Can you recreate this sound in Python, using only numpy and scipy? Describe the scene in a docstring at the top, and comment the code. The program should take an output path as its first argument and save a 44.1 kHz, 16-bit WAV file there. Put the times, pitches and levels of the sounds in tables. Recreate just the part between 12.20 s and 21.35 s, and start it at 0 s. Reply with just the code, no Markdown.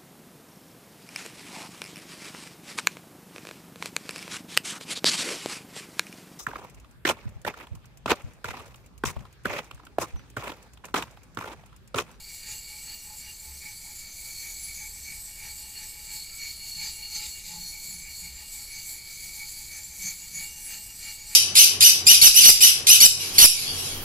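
"""Grit hisses and rasps, close by: a small steel blade is rubbed on a wet sharpening stone, about 3 strokes/s.
Hiss, scrape and rasp are filtered grain noise; it rings the blade's modes, and the stone adds a low note.
Hands above the stone return a short, moving echo. Bench and room hum faintly: resonant and filtered noise.
Now and then the edge digs in, chatters or squeals (noise bursts, mode bursts); thrums shake the bench."""
import sys
import numpy as np
from scipy import signal
from scipy.fft import rfft, irfft, next_fast_len
from scipy.io import wavfile
from scipy.ndimage import uniform_filter1d, map_coordinates

SR = 44100
rng = np.random.default_rng(int(sys.argv[2]) if len(sys.argv) > 2 else 0)


def inscribe(sig):
    """Save sig as 16-bit PCM at rate SR to the path in sys.argv[1].

    A 1-D sig is mono; a 2-D sig holds one channel per row.
    Samples are clipped to [-1, 1] before scaling.
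    """
    pcm = np.round(np.clip(np.atleast_2d(sig).T, -1, 1) * 32767)
    wavfile.write(sys.argv[1], SR, pcm.astype(np.int16))


N = 403515
TIME = np.arange(N) / SR


def gain_of(db):
    """Decibels to amplitude."""
    return 10 ** (np.asarray(db) / 20)


def evened(x):
    """Scales to unit rms."""
    return x / np.sqrt(np.mean(x ** 2) + 1e-20)


def noise():
    """White noise of unit variance."""
    return rng.standard_normal(N)


def follow(rows):
    """Columns of a curve table, interpolated at every sample."""
    s, *columns = np.transpose(rows)
    return [np.interp(TIME, s, c) for c in columns]


def colour(x, points):
    """Filters by a gain curve drawn on a log-frequency axis; unit rms."""
    hz, db = np.transpose(points)
    size = next_fast_len(N)
    bin_hz = np.fft.rfftfreq(size, 1 / SR)
    gain = gain_of(np.interp(np.log(bin_hz + 1), np.log(hz), db))
    return evened(irfft(rfft(x, size) * gain, size)[:N])


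def wander(rate_hz):
    """Smooth random curve of unit rms, rate_hz random knots per second."""
    knots = rng.standard_normal(16384)
    coarse_s = TIME[::16]
    curve = map_coordinates(knots, [coarse_s * rate_hz], order=3, mode="wrap")
    return evened(np.interp(TIME, coarse_s, curve))


def uneven_gain(depth_db, rate_hz):
    """Random gain of unit rms, wandering by depth_db rms."""
    return evened(gain_of(depth_db * wander(rate_hz)))


def resonate(x, hz, width_hz):
    """Two-pole ringing mode that keeps the rms of white noise."""
    r = np.exp(-np.pi * width_hz / SR)
    zeros = np.array([1, 0, -1]) * np.sqrt((1 - r * r) / 2)
    poles = [1, -2 * r * np.cos(2 * np.pi * hz / SR), r * r]
    return signal.lfilter(zeros, poles, x)


def band(hz, width_hz):
    """Noise through one resonance twice: a fuzzy tone with steep sides."""
    once = resonate(noise(), hz, width_hz)
    return evened(resonate(once, hz, width_hz))


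def held(x, hz, width_hz):
    """Mode kept going by steady rubbing: drifting phase, strength partly levelled."""
    ring = evened(resonate(x, hz, width_hz))
    power = uniform_filter1d(ring ** 2, size=1300)
    return evened(ring / np.sqrt(power + .3))


def swell(s, db, half_s):
    """Bell-shaped burst of force; half_s is the bell's standard deviation."""
    return gain_of(db) * np.exp(-.5 * ((TIME - s) / half_s) ** 2)


def bursts(rows):
    """Sum of the bells in a burst table."""
    return sum(swell(*row) for row in rows)


def swells(times, db, half_s, rest_db):
    """Level in dB of bells added in power to a resting level."""
    coarse_s = TIME[::64]
    bells = gain_of(db) * np.exp(-.5 * ((coarse_s[:, None] - times) / half_s) ** 2)
    power = (bells ** 2).sum(1) + gain_of(rest_db) ** 2
    return np.interp(TIME, coarse_s, 10 * np.log10(power))


def push_and_return(push, back, rest_db):
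    """Level in dB over all strokes; push and back are each (times s, level dB, half length s)."""
    both = np.hstack([np.broadcast_arrays(*push), np.broadcast_arrays(*back)])
    return swells(*both, rest_db)


def grit(grains_per_s, spread_db, grain_db):
    """Dense fine abrasive grains, with sparser coarse ones of uneven size among them."""
    size = gain_of(spread_db * np.minimum(rng.exponential(1, N), 4))
    coarse = size * rng.choice([-1, 1], N) * (rng.random(N) < grains_per_s / SR)
    return evened(noise() + gain_of(grain_db) * evened(coarse))


RETURN_SHARE, LAST_STROKE_S = 0.55, .33  # return at this share of the way to the next push


def return_times(push_s):
    """When the blade comes back after each push, in s."""
    return push_s + RETURN_SHARE * np.diff(push_s, append=push_s[-1] + LAST_STROKE_S)


PUSH_HALF_S, RETURN_HALF_S, RETURN_SCRAPE_DB, REST_SCRAPE_DB = 0.048, 0.057, -59.5, -64
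BITE_LAG_S, BITE_HALF_S, DRAG_HALF_S, REST_BITE_DB = 0.017, 0.06, 0.15, -53.5
RING_HALF_S, RETURN_RING_HALF_S, RETURN_RING_DB, REST_RING_DB = 0.043, 0.077, -3.5, -61.5
UPPER_LAG_S, UPPER_HALF_S, UPPER_RETURN_HALF_S, UPPER_RETURN_DB, REST_UPPER_DB = .015, .055, .09, -5, -82
STONE_LAG_S, STONE_RETURN_LAG_S, STONE_HALF_S, REST_STONE_DB = 0.021, 0.0039, 0.051, -88
REST_HISS_DB = -47  # where the hand turns
# push and return of the blade; levels are bell peaks before each source's trim: t/s, scrape/dB, bite/dB,
# main ring/dB, upper ring/dB, stone note/dB, return stone note/dB, return drag/dB, hiss/dB,
# lag of fastest sliding/s, half length of sliding/s
STROKE_ROWS = [(-0.08,-57,-46,-54.5,-62,-58,-70.5,-49,-44,.24,.04),
               (0.3,-48,-44,-66,-52.5,-62,-64,-48,-44,0.057,.04),
               (0.7,-53,-49.5,-81,-57,-65,-63,-79,-49.5,0.073,0.43),
               (1.06,-54,-49.5,-55,-57.5,-69,-62,-55,-45.5,0.32,0.19),
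               (1.47,-54,-52,-48,-68,-68,-65.5,-48.5,-44.5,0.28,0.058),
               (1.87,-58,-48,-47.5,-76,-75,-67,-49,-43,.23,0.12),
               (2.26,-53,-49,-46,-76,-67,-74.5,-46.5,-42.5,0.1,0.2),
               (2.61,-55,-52,-45,-75,-65,-70,-56,-43.5,0.11,0.088),
               (2.91,-53.5,-51.5,-46.5,-65,-66.5,-72,-68,-42,0.095,.12),
               (3.25,-50.5,-48,-45.5,-59.5,-60,-65.5,-55,-42,0.091,0.11),
               (3.6,-49.5,-48,-60,-53,-65,-69,-53,-44,0.045,0.12),
               (3.93,-54,-45,-49.5,-58.5,-62.5,-75,-48,-42,0.03,.07),
               (4.25,-52.5,-45,-43.5,-61,-71.5,-69.5,-49,-45,0.053,0.25),
               (4.64,-49.5,-38,-44.5,-53,-57,-64.5,-50,-46.5,0.12,0.29),
               (4.97,-58,-38.5,-44,-50.5,-58.5,-70,-51,-45,0.092,0.13),
               (5.32,-61,-49,-62,-58,-55.5,-63,-53,-43.5,0.082,.11),
               (5.55,-72,-53,-48,-74,-67,-69,-48.5,-41,.13,0.1),
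               (5.89,-56.5,-70,-46.5,-65,-73,-65.5,-48.5,-43,0.11,0.092),
               (6.21,-54.5,-50,-61,-60,-67.5,-63.5,-48.5,-42,0.15,0.087),
               (6.55,-54,-48,-50,-64,-66,-65.5,-48,-41.5,.12,0.082),
               (6.89,-58,-48.5,-52.5,-78,-76,-75,-46,-44,.1,.1),
               (7.21,-56,-46.5,-47,-83,-67,-68.5,-46.5,-41.5,0.1,0.21),
               (7.56,-51.5,-52,-47,-83,-68,-69,-51.5,-49,0.17,.05),
               (7.87,-50.5,-44.5,-42,-66,-66.5,-71.5,-52,-38.5,0,0.076),
               (8.2,-48.5,-44.5,-41,-60,-67,-67,-83,-43,0.031,0.18),
               (8.52,-48.5,-45,-55,-52.5,-61,-67.5,-82,-44,0.063,0.3),
               (8.86,-48.5,-42.5,-53,-55.5,-66.5,-71,-50,-43.5,0.063,0.053),
               (9.14,-50.5,-47,-50,-60,-64,-66.5,-50.5,-43,0.045,.1)]


def stroking():
    """Push and return force: levels in dB of sliding, pressure, bite, main ring, upper ring, stone note."""
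    (s, scrape, bite, ring, upper, stone,
     stone_back, drag, hiss, slide_lag, slide_half) = np.transpose(STROKE_ROWS)
    back = return_times(s)
    upper_back = np.interp(back, s, upper) + UPPER_RETURN_DB
    speed_db = swells(s + slide_lag, hiss, slide_half, REST_HISS_DB)
    pressure_db = push_and_return(
        (s, scrape, PUSH_HALF_S),
        (back, RETURN_SCRAPE_DB, RETURN_HALF_S), REST_SCRAPE_DB)
    bite_db = push_and_return(
        (s + BITE_LAG_S, bite, BITE_HALF_S),
        (back, drag, DRAG_HALF_S), REST_BITE_DB)
    ring_db = push_and_return(
        (s, ring, RING_HALF_S),
        (back, drag + RETURN_RING_DB, RETURN_RING_HALF_S), REST_RING_DB)
    upper_db = push_and_return(
        (s + UPPER_LAG_S, upper, UPPER_HALF_S),
        (back, upper_back, UPPER_RETURN_HALF_S), REST_UPPER_DB)
    stone_db = push_and_return(
        (s + STONE_LAG_S, stone, STONE_HALF_S),
        (back + STONE_RETURN_LAG_S, stone_back, STONE_HALF_S), REST_STONE_DB)
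    return speed_db, pressure_db, bite_db, ring_db, upper_db, stone_db


HAND_SWING_HZ, HAND_DIP_SHARE = 153, 0.44  # comb widest at this share of the stroke
# height of the hands as comb spacing of their echo, before the swing: t/s, f/Hz
HAND_ROWS = [(0, 3600), (1.1, 3750), (1.42, 4840), (1.7, 3390), (2.58, 3500), (2.85, 4530), (3.2, 3830),
             (3.6, 4020), (4.05, 3870), (4.3, 3330), (5.5, 3430), (6.25, 3920), (6.8, 3440), (8.15, 3300),
             (8.28, 4150), (9.15, 4270)]


def hand_spacing():
    """Comb spacing in Hz of the echo from the hands, which dip once in every stroke."""
    push_s = [row[0] for row in STROKE_ROWS]
    strokes_done = np.interp(TIME, push_s, np.arange(len(push_s)))
    swing = np.cos(2 * np.pi * (strokes_done - HAND_DIP_SHARE))
    return follow(HAND_ROWS)[0] + HAND_SWING_HZ * swing


def hand_echo(x, strength):
    """Very short reflection from the hands, plus weaker ones from fingers with wandering delays."""
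    delays = [(strength, 1 / hand_spacing())]
    fingers = [(.2, .00038), (.2, .00052), (.15, .00075), (.13, .001), (.12, .0014), (.1, .0019)]  # gain, s
    for gain, delay_s in fingers:
        delays.append((gain, delay_s + .00005 * wander(rate_hz=8)))
    echoes = sum(g * map_coordinates(x, [np.arange(N) - SR * d], order=2) for g, d in delays)
    return evened(x + echoes)


# hiss spectrum: f/Hz, relative level/dB
HISS_COLOUR = [(1000, -26), (3000, -20), (5500, -6.5), (6500, -4.5), (7300, -1.5), (8000, 2), (8500, -1.5),
               (9000, -8.5), (9800, -10), (10700, -4.5), (11500, -4.5), (12200, -5.5), (13000, -6),
               (15300, -8)]


def hiss(speed_db, judder):
    """Sliding over fine grit hisses with speed; the hands reflect most where the blade is fastest."""
    fine = grit(grains_per_s=1500, spread_db=0.5, grain_db=-8.5)
    facing = np.clip(.37 + .03 * (speed_db - speed_db.mean()), 0, 1)
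    echoed = hand_echo(colour(fine * judder, HISS_COLOUR), facing)
    return echoed * gain_of(speed_db + 1.4 * wander(rate_hz=20) - 0.46)


# scrape spectrum: f/Hz, relative level/dB
SCRAPE_COLOUR = [(100, -3.5), (300, -16), (600, -22), (1250, -20), (1520, -16), (1850, -3.5), (2100, -12),
                 (2380, 0), (2620, -11), (3000, -20.5), (3600, -14.5), (5500, -14), (9000, -25.5)]


def scrape(pressure_db, judder):
    """Pressure on coarse grit makes the low scrape."""
    coarse = grit(grains_per_s=850, spread_db=-2.0, grain_db=-4.0)
    return colour(coarse * judder, SCRAPE_COLOUR) * gain_of(pressure_db - 0.07)


# rasp spectrum: f/Hz, relative level/dB
RASP_COLOUR = [(1500, -34), (3100, -14.5), (3650, -13), (4000, -7.5), (4300, 1.5), (4620, 2), (5000, -2.5),
               (5500, -26), (7000, -13.5)]


def rasp(bite_db, judder):
    """The biting edge rasps over sharp, uneven grains."""
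    sharp = grit(grains_per_s=820, spread_db=5.5, grain_db=-6.5)
    return colour(sharp * judder, RASP_COLOUR) * gain_of(bite_db - 0.85)


# where the blade works: t/s, reach (negative drawn back, positive pushed forward)
REACH_ROWS = [(0, 1.6), (.35, 1.4), (1.1, 1.3), (1.6, 0.13), (2.8, -1.5), (3.3, 1.8), (5.3, -0.18),
              (5.5, -1.7), (6.3, 0.52), (6.9, -0.21), (8, -0.37), (8.3, 0.14), (8.85, 0.66), (9.15, 0.83)]
# modes of blade and stone: f/Hz, width/Hz, level at mean force and zero reach/dB,
# share following pressure, share following bite, slope/dB per unit of reach
MODE_ROWS = [ (1346, 26, -79, .3, 1.3, 1), (4372, 32, -54.5, 0, .9, 0), (4602, 22, -56.3, .1, .8, 0),
             (5864, 19, -59, .5, .1, -1.5), (6283, 23, -57, .3, .4, -3), (6837, 35, -54.5, .4, .5, -1.5),
             (7315, 28, -52, 0, .5, -1.5), (7866, 22, -57.5, 0, .2, 1.5), (9620, 22, -64, .4, .2, 0),
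             (10030, 22, -66.5, .4, 0, -1), (10701, 15, -55.5, 0, .2, -1.5), (12673, 14, -62.5, 0, .1, -1),
             (12940, 18, -62.5, 0, .1, -1), (14697, 13, -62.5, 0, 0, 1), ]


def steel(speed_db, pressure_db, bite_db, judder, coupling_db):
    """The grit rings every mode, more or less as the point of contact shifts."""
    reach, = follow(REACH_ROWS)
    speed, pressure, bite = (c - c.mean() for c in (speed_db, pressure_db, bite_db))
    out = np.zeros(N)
    for hz, width_hz, db, by_pressure, by_bite, reach_db in MODE_ROWS:
        by_speed = max(1 - by_pressure - by_bite, 0)
        force_db = by_pressure * pressure + by_bite * bite + by_speed * speed
        contact = evened(noise() * judder * gain_of(coupling_db * wander(rate_hz=14)))
        out += resonate(contact * gain_of(db + force_db + reach_db * reach), hz, width_hz)
    return out


# main bending ring: f/Hz, width/Hz, relative level/dB
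RING_ROWS = [(2260, 14, 0), (2300, 60, -10)]


def blade_ring(ring_db):
    """The main bending mode swells on each stroke, in short uneven beads as the edge grips and lets go."""
    force = colour(noise(), [(1500, -30), (2150, 0), (2450, 0), (3200, -25)])  # Hz, dB
    grip = uneven_gain(2.6, rate_hz=22)
    ring = sum(gain_of(db) * held(force, hz, width_hz) for hz, width_hz, db in RING_ROWS)
    return grip * ring * gain_of(ring_db - 0.24)


UPPER_HZ, UPPER_WIDTH_HZ = 2815, 16


def upper_ring(upper_db):
    """The blade's second mode sings in uneven beads, a little after the push and weaker on the return."""
    grip = uneven_gain(3.2, rate_hz=20)
    return held(noise(), UPPER_HZ, UPPER_WIDTH_HZ) * grip * gain_of(upper_db + 2.7)


STONE_HZ, STONE_WIDTH_HZ = 851, 10


def stone_note(stone_db):
    """The stone's low mode hums in short swells under the blade."""
    uneven = uneven_gain(2.4, rate_hz=14)
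    return held(noise(), STONE_HZ, STONE_WIDTH_HZ) * uneven * gain_of(stone_db + 2.8)


BENCH_HZ, BENCH_WIDTH_HZ, BENCH_DB = 166.7, 29.3, -71.5


def bench_hum():
    """The bench's resonance hums faintly throughout."""
    return gain_of(BENCH_DB) * band(BENCH_HZ, BENCH_WIDTH_HZ)


HUM_HZ, HUM_WIDTH_HZ = 65.2, 14.3
# rocking of the bench: t/s, level/dB
ROCKING_ROWS = [(0, -66.5), (3.3, -56), (3.7, -63), (4.3, -64), (4.8, -57), (6.3, -55), (6.6, -82),
                (7.5, -60.5), (9.15, -68)]


def bench_rocking():
    """The bench rocks under the strokes: a lumpy low resonance of changing level."""
    rocking_db, = follow(ROCKING_ROWS)
    lumps = gain_of(3.4 * wander(rate_hz=6))
    return gain_of(rocking_db) * evened(band(HUM_HZ, HUM_WIDTH_HZ) * lumps)


ROOM_DB = -53.5
# room spectrum: f/Hz, relative level/dB
ROOM_COLOUR = [(10, -5), (27, -1), (45, -5.5), (85, -11.5), (120, -14), (200, -19.5), (300, -25.5),
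               (500, -28), (1200, -33), (8000, -38.5)]


def room():
    """Steady filtered noise: the low rumble of a quiet room."""
    return gain_of(ROOM_DB) * colour(noise(), ROOM_COLOUR)


# edge digs in: t/s, peak level/dB, half length/s
DIG_ROWS = [(0.318, -45, 0.018), (4.64, -42, 0.021), (4.704, -44, 0.022), (4.964, -33, 0.007),
            (5.047, -37.5, 0.032), (5.288, -43.5, 0.066)]
# dig spectrum: f/Hz, relative level/dB
DIG_COLOUR = [(120, 2), (300, -6), (1200, -36), (1800, -6), (2300, 8.5), (3000, -12), (3900, 9.5),
              (4900, 9), (5700, -2.5), (7500, 11.5), (9500, -15), (15000, -23)]


def digs(judder):
    """The edge digs into the stone: short bursts of gouging grains."""
    gouge = grit(grains_per_s=600, spread_db=3, grain_db=-3)
    return colour(gouge * judder, DIG_COLOUR) * bursts(DIG_ROWS)


CHATTER_TRIM_DB = -1.5
# edge chatters: t/s, peak level before trim/dB, f/Hz, half length/s
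CHATTER_ROWS = [(.318, -42, 6837, .022), (1.93, -50, 6283, .025), (2.59, -44, 6283, .025),
                (2.87, -47, 6283, .03), (4.968, -36, 6283, .018), (6.55, -46, 6283, .018),
                (7.56, -43, 6283, .03), (7.835, -39, 7315, .015), (7.868, -32, 6283, .026),
                (7.882, -34, 6837, .022), (8.17, -35, 6837, .022)]


def chatter(width_hz, flutter_db, ring_width_hz, ring_db):
    """The edge sticks and slips on one mode for a moment: a short, hoarse chirp with a ringing core."""
    tones = {}
    for hz in sorted({row[2] for row in CHATTER_ROWS}):
        core = held(noise(), hz, ring_width_hz)
        tones[hz] = evened(band(hz, width_hz) + gain_of(ring_db) * core)
    chirps = sum(swell(s, db, half_s) * tones[hz] for s, db, hz, half_s in CHATTER_ROWS)
    return gain_of(CHATTER_TRIM_DB) * chirps * uneven_gain(flutter_db, rate_hz=110)


SQUEAL_HZ, SQUEAL_WIDTH_HZ = 4373, 16
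# edge squeals: t/s, peak level/dB, half length/s
SQUEAL_ROWS = [(0.7, -44, 0.013), (2.19, -43, 0.048), (3.577, -41.5, 0.015), (4.01, -41, 0.042),
               (4.268, -40, 0.051), (4.55, -40.5, 0.12), (4.846, -40, 0.034), (4.952, -38.5, 0.027),
               (5.46, -40, 0.063), (5.69, -46, 0.081), (5.97, -44.5, 0.049), (7.88, -43, 0.024)]


def squeals():
    """For moments the edge holds a thin squeal on one narrow mode."""
    return held(noise(), SQUEAL_HZ, SQUEAL_WIDTH_HZ) * bursts(SQUEAL_ROWS)


# heavy strokes shake the bench: t/s, peak level/dB, half length/s
THRUM_ROWS = [(1.463, -61, 0.025), (2.592, -61, .025), (2.914, -57.5, .025), (4.583, -59.5, 0.05),
              (5.384, -53.5, 0.059), (5.734, -55.5, 0.062), (6.056, -55.5, 0.032), (7.851, -49, .03),
              (8.18, -53.5, 0.041)]


def bench_thrums():
    """Heavy strokes drive the bench's resonance in short thrums."""
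    force = band(BENCH_HZ, 3 * BENCH_WIDTH_HZ)
    return held(force, BENCH_HZ, BENCH_WIDTH_HZ) * bursts(THRUM_ROWS)


def scene():
    """All friction shares one uneven contact; the sound sits in the middle."""
    speed_db, pressure_db, bite_db, ring_db, upper_db, stone_db = stroking()
    judder = evened(gain_of(0.38 * wander(rate_hz=66) + 0.65 * wander(rate_hz=300)))
    rubbing = hiss(speed_db, judder) + scrape(pressure_db, judder) + rasp(bite_db, judder) + digs(judder)
    ringing = steel(speed_db, pressure_db, bite_db, judder, coupling_db=4.0)
    ringing += blade_ring(ring_db) + upper_ring(upper_db) + stone_note(stone_db) + squeals()
    chirps = chatter(width_hz=570, flutter_db=1.4, ring_width_hz=28, ring_db=5)
    background = bench_hum() + bench_rocking() + room() + bench_thrums()
    mono = rubbing + ringing + chirps + background
    return np.array([mono, mono])


EDGE_HZ = 15330


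def record(dry):
    """Band limit: linear-phase low-pass at EDGE_HZ."""
    lowpass = signal.firwin(511, EDGE_HZ, window=("kaiser", 9), fs=SR)
    return signal.oaconvolve(dry, lowpass[None], "same")


dry = scene()
out = record(dry)
inscribe(out)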